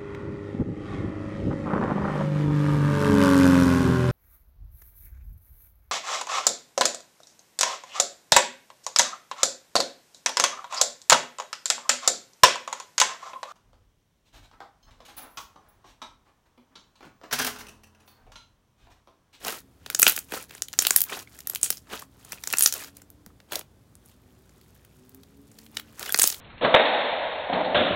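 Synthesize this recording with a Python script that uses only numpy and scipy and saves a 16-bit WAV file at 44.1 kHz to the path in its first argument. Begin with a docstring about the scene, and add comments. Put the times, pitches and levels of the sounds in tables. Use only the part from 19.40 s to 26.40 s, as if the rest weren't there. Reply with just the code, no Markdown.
"""Wet squelches, sharp pops and a sticky crackle: hands knead slime on a stone counter in a small room.
Each pop is a few short rings with a noisy spatter; the crackle is thousands of tiny ringing clicks.
Bubbles are rough, rising tones. A room echo, rumble with faint hiss, and a far engine lie behind.
The engine is three wavering tones that slow down and speed up. The loudest pops overload the microphone."""
import sys
import numpy as np
from scipy import signal
from scipy.fft import rfft, irfft
from scipy.io import wavfile

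SR = 44100
rng = np.random.default_rng(int(sys.argv[2]) if len(sys.argv) > 2 else 0)


def int16_out(signal):
    """Quantize to a 16-bit WAV file."""
    q = np.round(np.clip(np.atleast_2d(signal).T, -1, 1) * 32767)
    wavfile.write(sys.argv[1], SR, q.astype(np.int16))


N = 308700
TIME = np.arange(N) / SR   # seconds

# The clearest air pockets bursting. Each row: start in seconds, pitch of the opening in Hz, ring in dB,
# film snap in dB, hollow gulp in dB, knock in the slab in dB, spatter in dB against the first spike.
AIR_POCKET_POPS = [(0.0489, 5440, -10, -9, -35, -12.5, -1), (0.462, 3400, -13.5, -19, -29, -18.5, 4),
                   (0.5013, 3520, -8.5, -2.5, -11, -22.5, -7), (0.5474, 6300, 4.5, -7, -15, -14.5, 10),
                   (0.5918, 14300, -5, -2, -16, -28, -6), (0.5964, 14000, 9, 13.5, -20, -11.5, -5),
                   (0.6184, 12600, 10, 5.5, -17.5, -36, 6), (0.6283, 7700, 16, 2, 8.5, -8, 8),
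                   (0.6666, 2800, 22, 10, 1, 0.5, -16), (0.6787, 4030, 7, 11.5, -2, -20, 3.5),
                   (0.6843, 13500, 6, -9, -16, -28, 2), (0.6965, 14100, 7, -2, -14, -14, -1),
                   (0.7647, 13800, -26, -1, -39, -39, -8), (0.7773, 14100, -15, -22, -8, -17.5, -9),
                   (0.7899, 9000, -15, -2.5, -41, -39, -3), (0.9216, 2000, -11, -11.5, -30, -13, 0),
                   (0.9375, 6200, -17, -14, -29, -7.5, 9), (1.1084, 2540, -20, -23, -48, -25.5, 6),
                   (1.1501, 8000, -19, -33, -23, -24, 2), (1.2214, 6640, 1, -8, -19.5, -23, -8.5),
                   (1.2834, 3300, -19.5, -14, -51, -53, 19), (1.3301, 6350, -11.5, -31, -35, -28, -4),
                   (1.3356, 2980, -14.5, -15, -21, -25, 17), (1.3895, 6500, 15.5, 8.5, -1, -11.5, -6.5),
                   (1.4223, 3190, -7, 5.5, -16, -21, -2), (1.451, 3150, 0.5, -15.5, -22, -17, -5),
                   (1.468, 3970, 4, 12, -32, -16, 8), (1.507, 7300, 9.5, 7, 2, -10, 0),
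                   (1.5614, 11740, 16.5, 18.5, 0, -21, -3.5), (1.6057, 14000, -2, 4, -31, -31, -3),
                   (1.6166, 14500, 9, 2, -35, -42, -1.5), (1.6391, 14100, -3, -6, -40, -39, -9),
                   (1.989, 8200, -20.5, -18, -26.5, -50, 5.5), (2.0052, 6100, -23, -16, -46, -50, -4),
                   (2.0714, 14000, -4.5, -3, -21, -28, 11), (2.0975, 11600, 0, -18, -39, -22, 12),
                   (2.1347, 8400, -22, -19, -42, -20, -2), (2.1495, 8200, -15, -1, -35, -42, -4),
                   (2.1588, 3300, -7.5, -2, -52, -39, -10), (2.214, 9750, -20, -14.5, -43, -39, -4),
                   (2.2313, 8530, 18, 10.5, -18, -16.5, -28), (2.3035, 8730, -3, 10, -29, -11.5, 2.5),
                   (2.62, 8090, -21, -23, -39, -31.5, 10), (2.9204, 7240, -13, -8, -14, -44, 9.5),
                   (2.9288, 2900, -19, -14, -28, -19, 12), (3.037, 5960, -9.5, -11, -16, -40, 14),
                   (3.074, 6900, -4, -4, -14.5, -18.5, -1), (3.1024, 5600, -11.5, -24, -34, -39, -6),
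                   (3.1273, 12000, -7, 2.5, -29, -21, -2), (3.1365, 4020, -3, -17, 1.5, -8.5, 3),
                   (3.1705, 6240, -10, -2, -20, -36, 11), (3.1851, 9000, 11, 3, -17.5, -32, -22),
                   (3.1936, 13500, 5, -3, -21, -24, -9), (3.2079, 8470, -13, 10.5, -18, -34, 0),
                   (3.2239, 10100, 24, 9, -14, -21, -27), (3.2374, 10000, 3, -12, -28, -38, -6),
                   (3.2602, 5660, 16, 12.5, -3.5, -17, -3.5), (3.274, 13100, 1, 1, -23, -26.5, 0),
                   (3.325, 6500, -3, -1.5, -27, -41, -2), (3.3389, 6460, -17, 0.5, -26, -33, -3),
                   (3.5686, 9000, -28, -19, -44.5, -50, 3.5), (3.6186, 7030, -29, -25, -32, -36, 2.5),
                   (3.7029, 13520, -24, -28.5, -51, -41.5, -12), (3.863, 5630, -31.5, -20, -34, -30, -13),
                   (4.0025, 3380, -31, -41.5, -34, -34.5, -2.5), (4.1209, 3550, -11, -7.5, -52, -9.5, 6),
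                   (4.1324, 3600, -13, -10, -36, -23, 3), (4.1561, 4440, -3.5, 0, -43, -18, 1),
                   (4.193, 11100, -29, -7, -40.5, -19, -2), (4.2118, 2800, -21, -29, -36, -23, -1),
                   (4.554, 9140, -27.5, -29.5, -47, -44.5, -15),
                   (4.6598, 11100, -30, -39, -54, -43.5, -0.5), (5.0937, 6750, -36, -48, -42, -45.5, -0.5),
                   (5.3514, 14100, -34.5, -42, -58.5, -46.5, -2.5),
                   (5.4493, 2300, -36.5, -27.5, -54.5, -46.5, 0),
                   (5.6941, 13950, -30, -30, -53.5, -49.5, -5.5),
                   (5.747, 13880, -29.5, -23.5, -55.5, -43, -2.5),
                   (5.8339, 4310, -30.5, -29, -51.5, -43, 2), (6.1163, 7470, -32, -41, -42.5, -44.5, 2),
                   (6.3699, 3500, -2, -26, -17.5, -21.5, 3.5), (6.396, 4560, -25, -28, -24, -26, 15),
                   (6.595, 7680, -16.5, -9, -19.5, -40.5, -3), (6.6626, 3400, -15, -23, -16, -38, -6),
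                   (6.693, 10600, -18, -8, -29, -36, 2), (6.724, 13100, 1.5, -2, -37, -23, -23),
                   (6.7445, 4700, 5.5, -11, 1.5, -5, -1), (6.7603, 11500, -10, -5, -15, -28.5, 4),
                   (6.7762, 8500, -17, -1, -30, -40, -10), (6.789, 9200, 9, 6, -32, -5.5, -10),
                   (6.7955, 6100, 3, 12.5, -27, -12, 9), (6.8151, 7830, 3, -9, 0, -18, 22),
                   (6.8199, 9000, 15.5, -1, -31, -25, -9), (6.8323, 8910, 11, -5, -29, -27, -1),
                   (6.8386, 7240, 8, -1, -16, -4, 21), (6.8738, 14900, 6.5, 7.5, -22, -21, 6),
                   (6.9017, 6400, -4.5, -2, -33, -22.5, -3)]
# The largest bubbles squeezed through the wet mass, with one low tone at the very start that belongs to a pop.
# Each row: start in seconds, starting pitch in Hz, # level in dB before the soft attack and the fading.
LARGE_BUBBLES = [(0.067, 686, -21.5), (0.067, 1470, -26.5), (0.125, 1310, -26), (0.924, 340, -28),
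                 (0.966, 1029, -28), (0.967, 474, -29), (0.974, 1325, -22.5), (1.541, 1110, -29),
                 (1.695, 2320, -23.5), (1.726, 1880, -24), (1.77, 776, -29.5), (1.873, 2150, -35),
                 (2.514, 385, -25.5), (2.533, 410, -24.5), (2.539, 1207, -25), (2.623, 1120, -30.5),
                 (2.93, 2700, -29), (2.974, 2750, -39), (2.982, 2460, -34), (3.352, 496, -31.5),
                 (3.421, 1700, -36), (3.869, 193, -36), (3.902, 1253, -46.5), (4.126, 600, -26),
                 (4.163, 600, -25), (6.678, 2940, -23), (6.683, 2900, -26), (6.693, 1563, -18.5),
                 (6.702, 3350, -21)]
# A hand peels off the slime: wettest as it lets go, drier as the last threads part.
# Each row: moment of full strength in seconds, rise in seconds, hold in seconds,
# wet squelch in dB and fine fizz in dB (both before the trims in scene).
PEEL_STROKES = [(0.085, .11, .11, -31, -34), (0.94, .075, .1, -34.5, -37), (1.73, 0.1, .1, -32.5, -39),
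                (2.528, 0.07, .105, -34, -43), (3.36, .09, 0.045, -41, -37), (3.42, 0.053, .07, -42, -44.5),
                (4.132, .048, .06, -35, -40.5), (6.375, 0.11, 0.027, -48.5, -49),
                (6.612, .085, .05, -39.5, -42), (6.675, .07, .11, -43, -44)]
# A hand presses into the slime and holds it. Each row: moment of full strength in seconds,
# rise in seconds, hold in seconds, wet squelch in dB and fine fizz in dB (both before the trims).
PRESS_STROKES = [(0.5, 0.16, 0.092, -52.5, -55.5), (0.645, 0.087, 0.06, -39, -28.5),
                 (0.76, .05, .02, -51.5, -43), (1.12, 0.1, .06, -52.5, -55), (1.32, .2, .03, -62, -57.5),
                 (1.42, 0.057, .18, -44.5, -35.5), (1.93, .13, .06, -57.5, -54.5),
                 (2.1, 0.15, .06, -52, -52), (2.26, 0.1, .07, -54.5, -40.5), (2.8, .2, .08, -60, -62.5),
                 (2.93, 0.13, 0.012, -47.5, -49), (3.08, .15, .08, -51.5, -45.5),
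                 (3.21, 0.13, 0.06, -46, -32), (3.57, 0.091, 0.017, -60.5, -58.5),
                 (4.68, .12, .03, -62.5, -61.5), (4.95, .6, 0.22, -68.5, -75),
                 (6.2, 0.37, .045, -65, -58.5), (6.47, .1, .07, -57, -63), (6.85, 0.18, 0.022, -43, -25.5),
                 (6.95, 0.069, 0.055, -52.5, -50)]
# The sheet is pulled thin and crackles faintly. Each row: time in seconds, fizz level in dB before the trims.
STRETCH_LEVEL = [(4.5, -94), (4.8, -78.5), (5.2, -67.5), (5.7, -68.5), (5.95, -71.5), (6.3, -70),
                 (6.5, -87)]
# Tone colour of the wet squelch. Each row: pitch in Hz, strength in dB per Hz.
SQUELCH_COLOUR = [(150, -17), (300, -0.5), (500, -2), (900, -3.5), (1500, -2.5), (2500, -8.5), (4000, -9),
                  (8000, -20), (16000, -46)]
# Tone colour of the fine fizz. Each row: pitch in Hz, strength in dB per Hz.
FIZZ_COLOUR = [(1000, -23), (2500, -9.5), (4000, -2.5), (7000, -1), (11000, -2.5), (16000, 0)]
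# Threads breaking in the squelch. The row: count per second at rest, count added at the reference level.
SQUELCH_THREADS = (1100, 5500)
# Threads breaking in the fizz. The row: count per second at rest, count added at the reference level.
FIZZ_THREADS = (900, 7000)
# Air between the cupped hands and the counter. Each row: pitch in Hz, cycles of ring, level in dB.
HAND_HOLLOW = [(1870, 69, -8), (2505, 35, -1.5), (2950, 5, -9), (6777, 53, -6)]
# Strength of the room's answer. Each row: pitch in Hz, weight in dB given to that band.
ROOM_WEIGHT = [(200, -10.5), (600, -15), (2000, -15.5), (6000, -13.5), (10000, -13), (16000, -13.5)]
# How long the room rings. Each row: pitch in Hz, seconds to die away by 60 dB.
ROOM_DECAY = [(200, 0.12), (2000, 0.17), (8000, 0.11), (16000, 0.11)]
# Tone colour of the background. Each row: pitch in Hz, relative strength in dB.
ROOM_TONE_COLOUR = [(15, -42), (25, -29.5), (59, 1.5), (108, 0), (145, -2.5), (335, -11), (373, -11),
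                    (677, -18.5), (911, -20.5), (2110, -28.5), (2840, -32), (3520, -28), (3920, -31.5),
                    (4490, -31.5), (16000, -36.5)]
# Distant engine, easing off and pulling again. Each row: time in seconds, turns per second in Hz,
# third, fourth and sixth order in dB (before the waver).
ENGINE_RUN = [(3.25, 67.1, -91.5, -69, -89.5), (3.45, 69.3, -79.5, -63.5, -78),
              (3.87, 75.2, -79.5, -63.5, -76.5), (4.0, 72, -85, -81.5, -85.5),
              (4.5, 57.5, -87, -79.5, -85.5), (4.9, 62.88, -77.5, -67, -70.5), (5.45, 61.5, -75, -84, -80),
              (5.62, 62.9, -79.5, -61, -65.5), (5.78, 66.26, -72, -57, -62.5), (5.88, 68.4, -73, -71, -72),
              (5.98, 69.3, -65, -57, -65), (6.25, 74.5, -60, -67.5, -71.5), (6.39, 75.1, -56.5, -58, -81.5),
              (6.58, 73, -62, -71.5, -67.5), (6.8, 67, -73, -83, -84)]

REFERENCE_DB = -40   # squelch or fizz level at which the counts and levels of small events are given
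RING_S = 0.00042   # cycles of ring = pitch times this, but never fewer than one
RISE_DB = 30   # how far a stroke climbs over its rise time
PEEL_WET_SAG_DB_PER_S, PEEL_FIZZ_SAG_DB_PER_S, PEEL_RELEASE_DB_PER_S = 185, 100.5, 599.5
PRESS_WET_SAG_DB_PER_S, PRESS_FIZZ_SAG_DB_PER_S, PRESS_RELEASE_DB_PER_S = 40.5, 17, 259
STRETCH_WET_DB = -1   # squelch of the sheet against its fizz
RESTING_DB = -80.5   # crackle of slime that only settles, before the trims

# Smaller pockets burst at random, more often and louder the harder the slime is worked.
SMALL_POPS_PER_S, SMALL_POP_DB, SMALL_POP_SPREAD_DB = 24, -15.5, 3.5
SMALL_POP_RATE_FOLLOWS, SMALL_POP_LEVEL_FOLLOWS = .25, .6   # shares of the fizz's swing in dB
SMALL_POP_LOW_HZ, SMALL_POP_HIGH_HZ = 2600, 14000
SMALL_SNAP_DB, SMALL_GULP_DB, SMALL_KNOCK_DB = 1.5, -13.5, -16   # against the ring
SMALL_SPATTER_DB = 5   # against the first spike
SMALL_POP_SLACK_DB = -56   # below this fizz level the slime grows too slack to burst often

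# Lesser bubbles come at random, more and louder with wetter strokes.
SMALL_BUBBLES_PER_S, SMALL_BUBBLE_DB, SMALL_BUBBLE_SPREAD_DB = 53, -35.5, 2
SMALL_BUBBLE_LOW_HZ, SMALL_BUBBLE_HIGH_HZ = 1090, 3300
# Fading time in seconds at 1 kHz; lower bubbles ring longer by this power of the pitch.
BUBBLE_DECAY_S, BUBBLE_DECAY_SLOPE = 0.0034, 0.19
BUBBLE_ROUGHNESS = .5

ROOM_TONE_DB = -58
CUTOFF_HZ = 16200   # treble above this is cut


def from_db(db):
    """Decibels to gain."""
    return 10 ** (np.asarray(db) / 20)


def rms_one(x):
    """Scale to an average (rms) level of 1."""
    return x / np.sqrt(np.mean(x ** 2) + 1e-20)


def unit_energy(x):
    """Scale a short pulse to energy 1."""
    return x / np.sqrt(np.sum(x ** 2) + 1e-20)


def in_time(rows):
    """Draw one smooth-running curve for each column after the time column."""
    s, *columns = np.transpose(rows)
    return [np.interp(TIME, s, c) for c in columns]


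def at_hz(points, hz):
    """Read a two-column table at a pitch, spacing pitches by ratio as the ear does."""
    table_hz, values = np.transpose(points)
    return np.interp(np.log(hz + 1e-9), np.log(table_hz), values)


def butter(x, order, hz, kind):
    """Keep one part of the pitch range with a Butterworth filter."""
    edges = np.minimum(hz, SR / 2 - 100)
    return signal.sosfilt(signal.butter(order, edges, kind, fs=SR, output="sos"), x + 1e-18)


def resonate(x, hz, q):
    """A damped resonance that rings for about q cycles."""
    r = np.exp(-np.pi * hz / q / SR)
    feedback = [1, -2 * r * np.cos(2 * np.pi * hz / SR), r * r]
    return signal.lfilter([1 - r, 0, r - 1], feedback, x + 1e-18)


def chance_events(per_s, level_db, spread_db, low_hz, high_hz, count=2000):
    """Rows of seconds, Hz and dB at random moments; their rate and level follow two curves."""
    when, luck, pitch, size = rng.random((count, 4)).T
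    at = (when * N).astype(int)
    hz = low_hz * (high_hz / low_hz) ** pitch
    db = level_db[at] + spread_db * np.log(size / (1 - size)) / 2
    rows = np.transpose([at / SR, hz, db])
    return rows[luck < per_s[at] * N / SR / count]


def strokes(rows, wet_sag, fizz_sag, release):
    """Gains of squelch and fizz: each stroke swells, sags and dies away (slopes in dB per second)."""
    wet = fizz = 0
    for s, rise_s, hold_s, wet_db, fizz_db in rows:
        held = np.maximum(TIME - s, 0)
        rise_db = -RISE_DB * np.maximum(s - TIME, 0) / rise_s
        shape_db = rise_db - release * np.maximum(held - hold_s, 0)
        wet = wet + from_db(np.maximum(wet_db + shape_db - wet_sag * held, -200))
        fizz = fizz + from_db(np.maximum(fizz_db + shape_db - fizz_sag * held, -200))
    return wet, fizz


def handwork():
    """Levels in dB of wet squelch and fine fizz as the hands peel, press and stretch."""
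    peel_wet, peel_fizz = strokes(
        PEEL_STROKES, PEEL_WET_SAG_DB_PER_S, PEEL_FIZZ_SAG_DB_PER_S, PEEL_RELEASE_DB_PER_S)
    press_wet, press_fizz = strokes(
        PRESS_STROKES, PRESS_WET_SAG_DB_PER_S, PRESS_FIZZ_SAG_DB_PER_S, PRESS_RELEASE_DB_PER_S)
    sheet = np.hypot(from_db(in_time(STRETCH_LEVEL)[0]), from_db(RESTING_DB))
    # Separate rustles add up by their power, which is gain squared.
    wet_power = peel_wet ** 2 + press_wet ** 2 + (from_db(STRETCH_WET_DB) * sheet) ** 2
    fizz_power = peel_fizz ** 2 + press_fizz ** 2 + sheet ** 2
    return 10 * np.log10(wet_power), 10 * np.log10(fizz_power)


def crackle(colour, per_s, spread_db, q, count=30):
    """Tiny threads and bubbles break at random, each ringing briefly at one of 30 pitches; rms 1."""
    sizes = from_db(spread_db * np.minimum(rng.exponential(1, N), 4)) * rng.choice([-1, 1], N)
    # Dividing by the rate's root keeps the level even, however many clicks there are.
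    clicks = sizes * (rng.random(N) < per_s / SR) / np.sqrt(per_s)
    dealt = rng.integers(0, count, N)   # which pitch each click gets
    total = 0
    for k, hz in enumerate(np.geomspace(colour[0][0], colour[-1][0], count)):
        ringing = rms_one(resonate(clicks * (dealt == k), hz, q))
        total = total + from_db(at_hz(colour, hz)) * np.sqrt(hz) * ringing
    return rms_one(total)


def kneading(squelch_db, fizz_db, squelch_gain_db, fizz_gain_db):
    """Slime peels from skin and stone: the faster it peels, the more threads break each second."""
    squelch_rest, squelch_added = SQUELCH_THREADS
    fizz_rest, fizz_added = FIZZ_THREADS
    squelch_per_s = squelch_rest + squelch_added * from_db((squelch_db - REFERENCE_DB) / 2)
    fizz_per_s = fizz_rest + fizz_added * from_db((fizz_db - REFERENCE_DB) / 2)
    squelch = crackle(SQUELCH_COLOUR, squelch_per_s, spread_db=4.0, q=7.5)
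    fizz = crackle(FIZZ_COLOUR, fizz_per_s, spread_db=4.5, q=2.0)
    return from_db(squelch_db + squelch_gain_db) * squelch + from_db(fizz_db + fizz_gain_db) * fizz


def slab_chirp(t, start_hz, glide_s, decay_s):
    """Bending waves in stone run faster the higher they are, so a knock arrives as a falling chirp."""
    phase = 2 * np.pi * start_hz * t / (1 + t / glide_s)
    return unit_energy(t * np.exp(-t / decay_s) * np.sin(phase))


def pops(rows, snap_hz, gulp_low_hz, gulp_high_hz, spatter_s, echo_s, echo_db):
    """The film snaps, the opening and the hollow behind it ring, and the torn rim spatters for a few ms."""
    t = TIME[:1024]
    spike = 1.0 * (t == 0)
    snap = unit_energy(butter(spike, 1, snap_hz, "high"))
    gulp = unit_energy(butter(spike, 2, [gulp_low_hz, gulp_high_hz], "band"))
    knock = slab_chirp(t, start_hz=2800, glide_s=0.002674, decay_s=0.0018)
    echo = from_db(echo_db) * np.sinc((t - echo_s) * SR)   # off the counter, just behind the direct sound
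    fade = (1 - np.exp(-(t / 0.00098) ** 2)) * np.exp(-(t / spatter_s) ** 1.3)
    out = np.zeros(N + len(t))
    for row, grit in zip(rows, rng.standard_normal(size=(400, len(t)))):
        s, hz, ring_db, snap_db, gulp_db, knock_db, spatter_db = row
        ring = unit_energy(resonate(spike, hz, max(hz * RING_S, 1)))
        burst = from_db(ring_db) * ring + from_db(snap_db) * snap + from_db(gulp_db) * gulp
        spatter = unit_energy(np.convolve(burst, grit * fade)[:len(t)])
        pop = unit_energy(burst) + from_db(spatter_db) * spatter
        pop = unit_energy(pop + np.convolve(pop, echo)[:len(t)])
        strength = np.linalg.norm(from_db([ring_db, snap_db, gulp_db]))
        at = int(s * SR)
        out[at:at + len(t)] += strength * pop + from_db(knock_db) * knock
    return out[:N]


def small_pops(fizz_db):
    """Rows for small air pockets, which burst more often and louder the harder the slime is worked."""
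    effort_db = fizz_db - REFERENCE_DB
    slackness = from_db(SMALL_POP_SLACK_DB - fizz_db) ** 2
    per_s = SMALL_POPS_PER_S * from_db(SMALL_POP_RATE_FOLLOWS * effort_db) / (1 + slackness)
    level_db = SMALL_POP_DB + SMALL_POP_LEVEL_FOLLOWS * effort_db
    rows = chance_events(per_s, level_db, SMALL_POP_SPREAD_DB, SMALL_POP_LOW_HZ, SMALL_POP_HIGH_HZ)
    return [(s, hz, db, db + SMALL_SNAP_DB, db + SMALL_GULP_DB, db + SMALL_KNOCK_DB, SMALL_SPATTER_DB)
            for s, hz, db in rows]


def bubbles(rows, rise_per_s, attack_s, rough):
    """Each bubble is a fading tone that climbs a little; its sticky wall gives way in jerks and roughens it."""
    t = TIME[:SR // 20]
    out = np.zeros(N + len(t))
    for (s, hz, db), jerks in zip(rows, rng.standard_normal(size=(200, 2, len(t)))):
        decay_s = BUBBLE_DECAY_S * (1000 / hz) ** BUBBLE_DECAY_SLOPE
        phase = 2 * np.pi * hz * (t + rise_per_s * t ** 2 / 2)
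        swell, wobble = rough * rms_one(butter(jerks, 1, hz / 4, "low"))
        tone = (1 + swell) * np.sin(phase + wobble) / np.sqrt(1 + rough ** 2)
        at = int(s * SR)
        out[at:at + len(t)] += from_db(db) * (1 - np.exp(-t / attack_s)) * np.exp(-t / decay_s) * tone
    return out[:N]


def small_bubbles(squelch_db):
    """Rows for lesser bubbles: the wetter the stroke, the more and the louder they are."""
    wetness_db = squelch_db - REFERENCE_DB
    per_s = SMALL_BUBBLES_PER_S * from_db(wetness_db / 2)
    return list(chance_events(per_s, SMALL_BUBBLE_DB + wetness_db, SMALL_BUBBLE_SPREAD_DB,
                              SMALL_BUBBLE_LOW_HZ, SMALL_BUBBLE_HIGH_HZ))


def hand_hollow(x):
    """The air under the cupped hands rings at a few pitches of its own."""
    return sum(from_db(db) * resonate(x, hz, q) for hz, q, db in HAND_HOLLOW)


def room(x, gap_s, early_db):
    """The walls answer mainly after a short gap, as noise that fades at its own speed in each band."""
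    t = TIME[:SR // 2]
    edges = np.geomspace(150, 18000, 12)
    white = rng.standard_normal((2, len(t)))
    arrival = np.where(t > gap_s, 1, from_db(early_db)) * (t > .002)
    response = 0
    for k, band in enumerate(zip(edges, edges[1:])):
        hz = np.sqrt(band[0] * band[1])   # middle of the band
        decay = unit_energy(arrival * 1000 ** (-t / at_hz(ROOM_DECAY, hz)))
        noise = butter(white[k % 2], 2, band, "band")
        response = response + from_db(at_hz(ROOM_WEIGHT, hz)) * decay * noise
    return signal.fftconvolve(x, response)[:N]


def engine(waver_db):
    """Three low orders (multiples of the turning rate) come through the walls, wavering in level."""
    hz, *levels = in_time(ENGINE_RUN)
    turn = 2 * np.pi * np.cumsum(hz) / SR
    waver = from_db(waver_db * rms_one(butter(rng.standard_normal(N), 2, 12, "low")))
    tones = sum(from_db(db) * np.sin(k * turn) for k, db in zip((3, 4, 6), levels))
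    return waver * np.sqrt(2) * tones


def room_tone():
    """Low rumble of the house and street with a faint hiss, made by colouring steady noise."""
    colour = from_db(at_hz(ROOM_TONE_COLOUR, np.fft.rfftfreq(N, 1 / SR)))
    noise = irfft(rfft(rng.standard_normal(N)) * colour, N)
    return from_db(ROOM_TONE_DB) * rms_one(noise)


def scene():
    """Slime close by, the room around it, an engine outside."""
    squelch_db, fizz_db = handwork()
    slime = pops(AIR_POCKET_POPS + small_pops(fizz_db), snap_hz=8960, gulp_low_hz=1300,
                 gulp_high_hz=2700, spatter_s=0.0023, echo_s=0.0034, echo_db=-22.0)
    slime = slime + kneading(squelch_db, fizz_db, squelch_gain_db=-2.5, fizz_gain_db=-2.0)
    slime = slime + hand_hollow(slime)
    slime = slime + bubbles(LARGE_BUBBLES + small_bubbles(squelch_db), rise_per_s=4.0,
                            attack_s=0.0012, rough=BUBBLE_ROUGHNESS)
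    walls = room(slime, gap_s=.009, early_db=-9)
    return (slime + walls + room_tone() + engine(waver_db=2.5))[None]


def record(dry):
    """The microphone flattens the loudest spikes, then the highest treble is cut."""
    clipped = dry / (1 + dry ** 6) ** (1 / 6)
    treble_cut = signal.cheby2(16, 70, CUTOFF_HZ + 600, fs=SR, output="sos")
    return signal.sosfilt(treble_cut, clipped)


dry = scene()
out = record(dry)
int16_out(out)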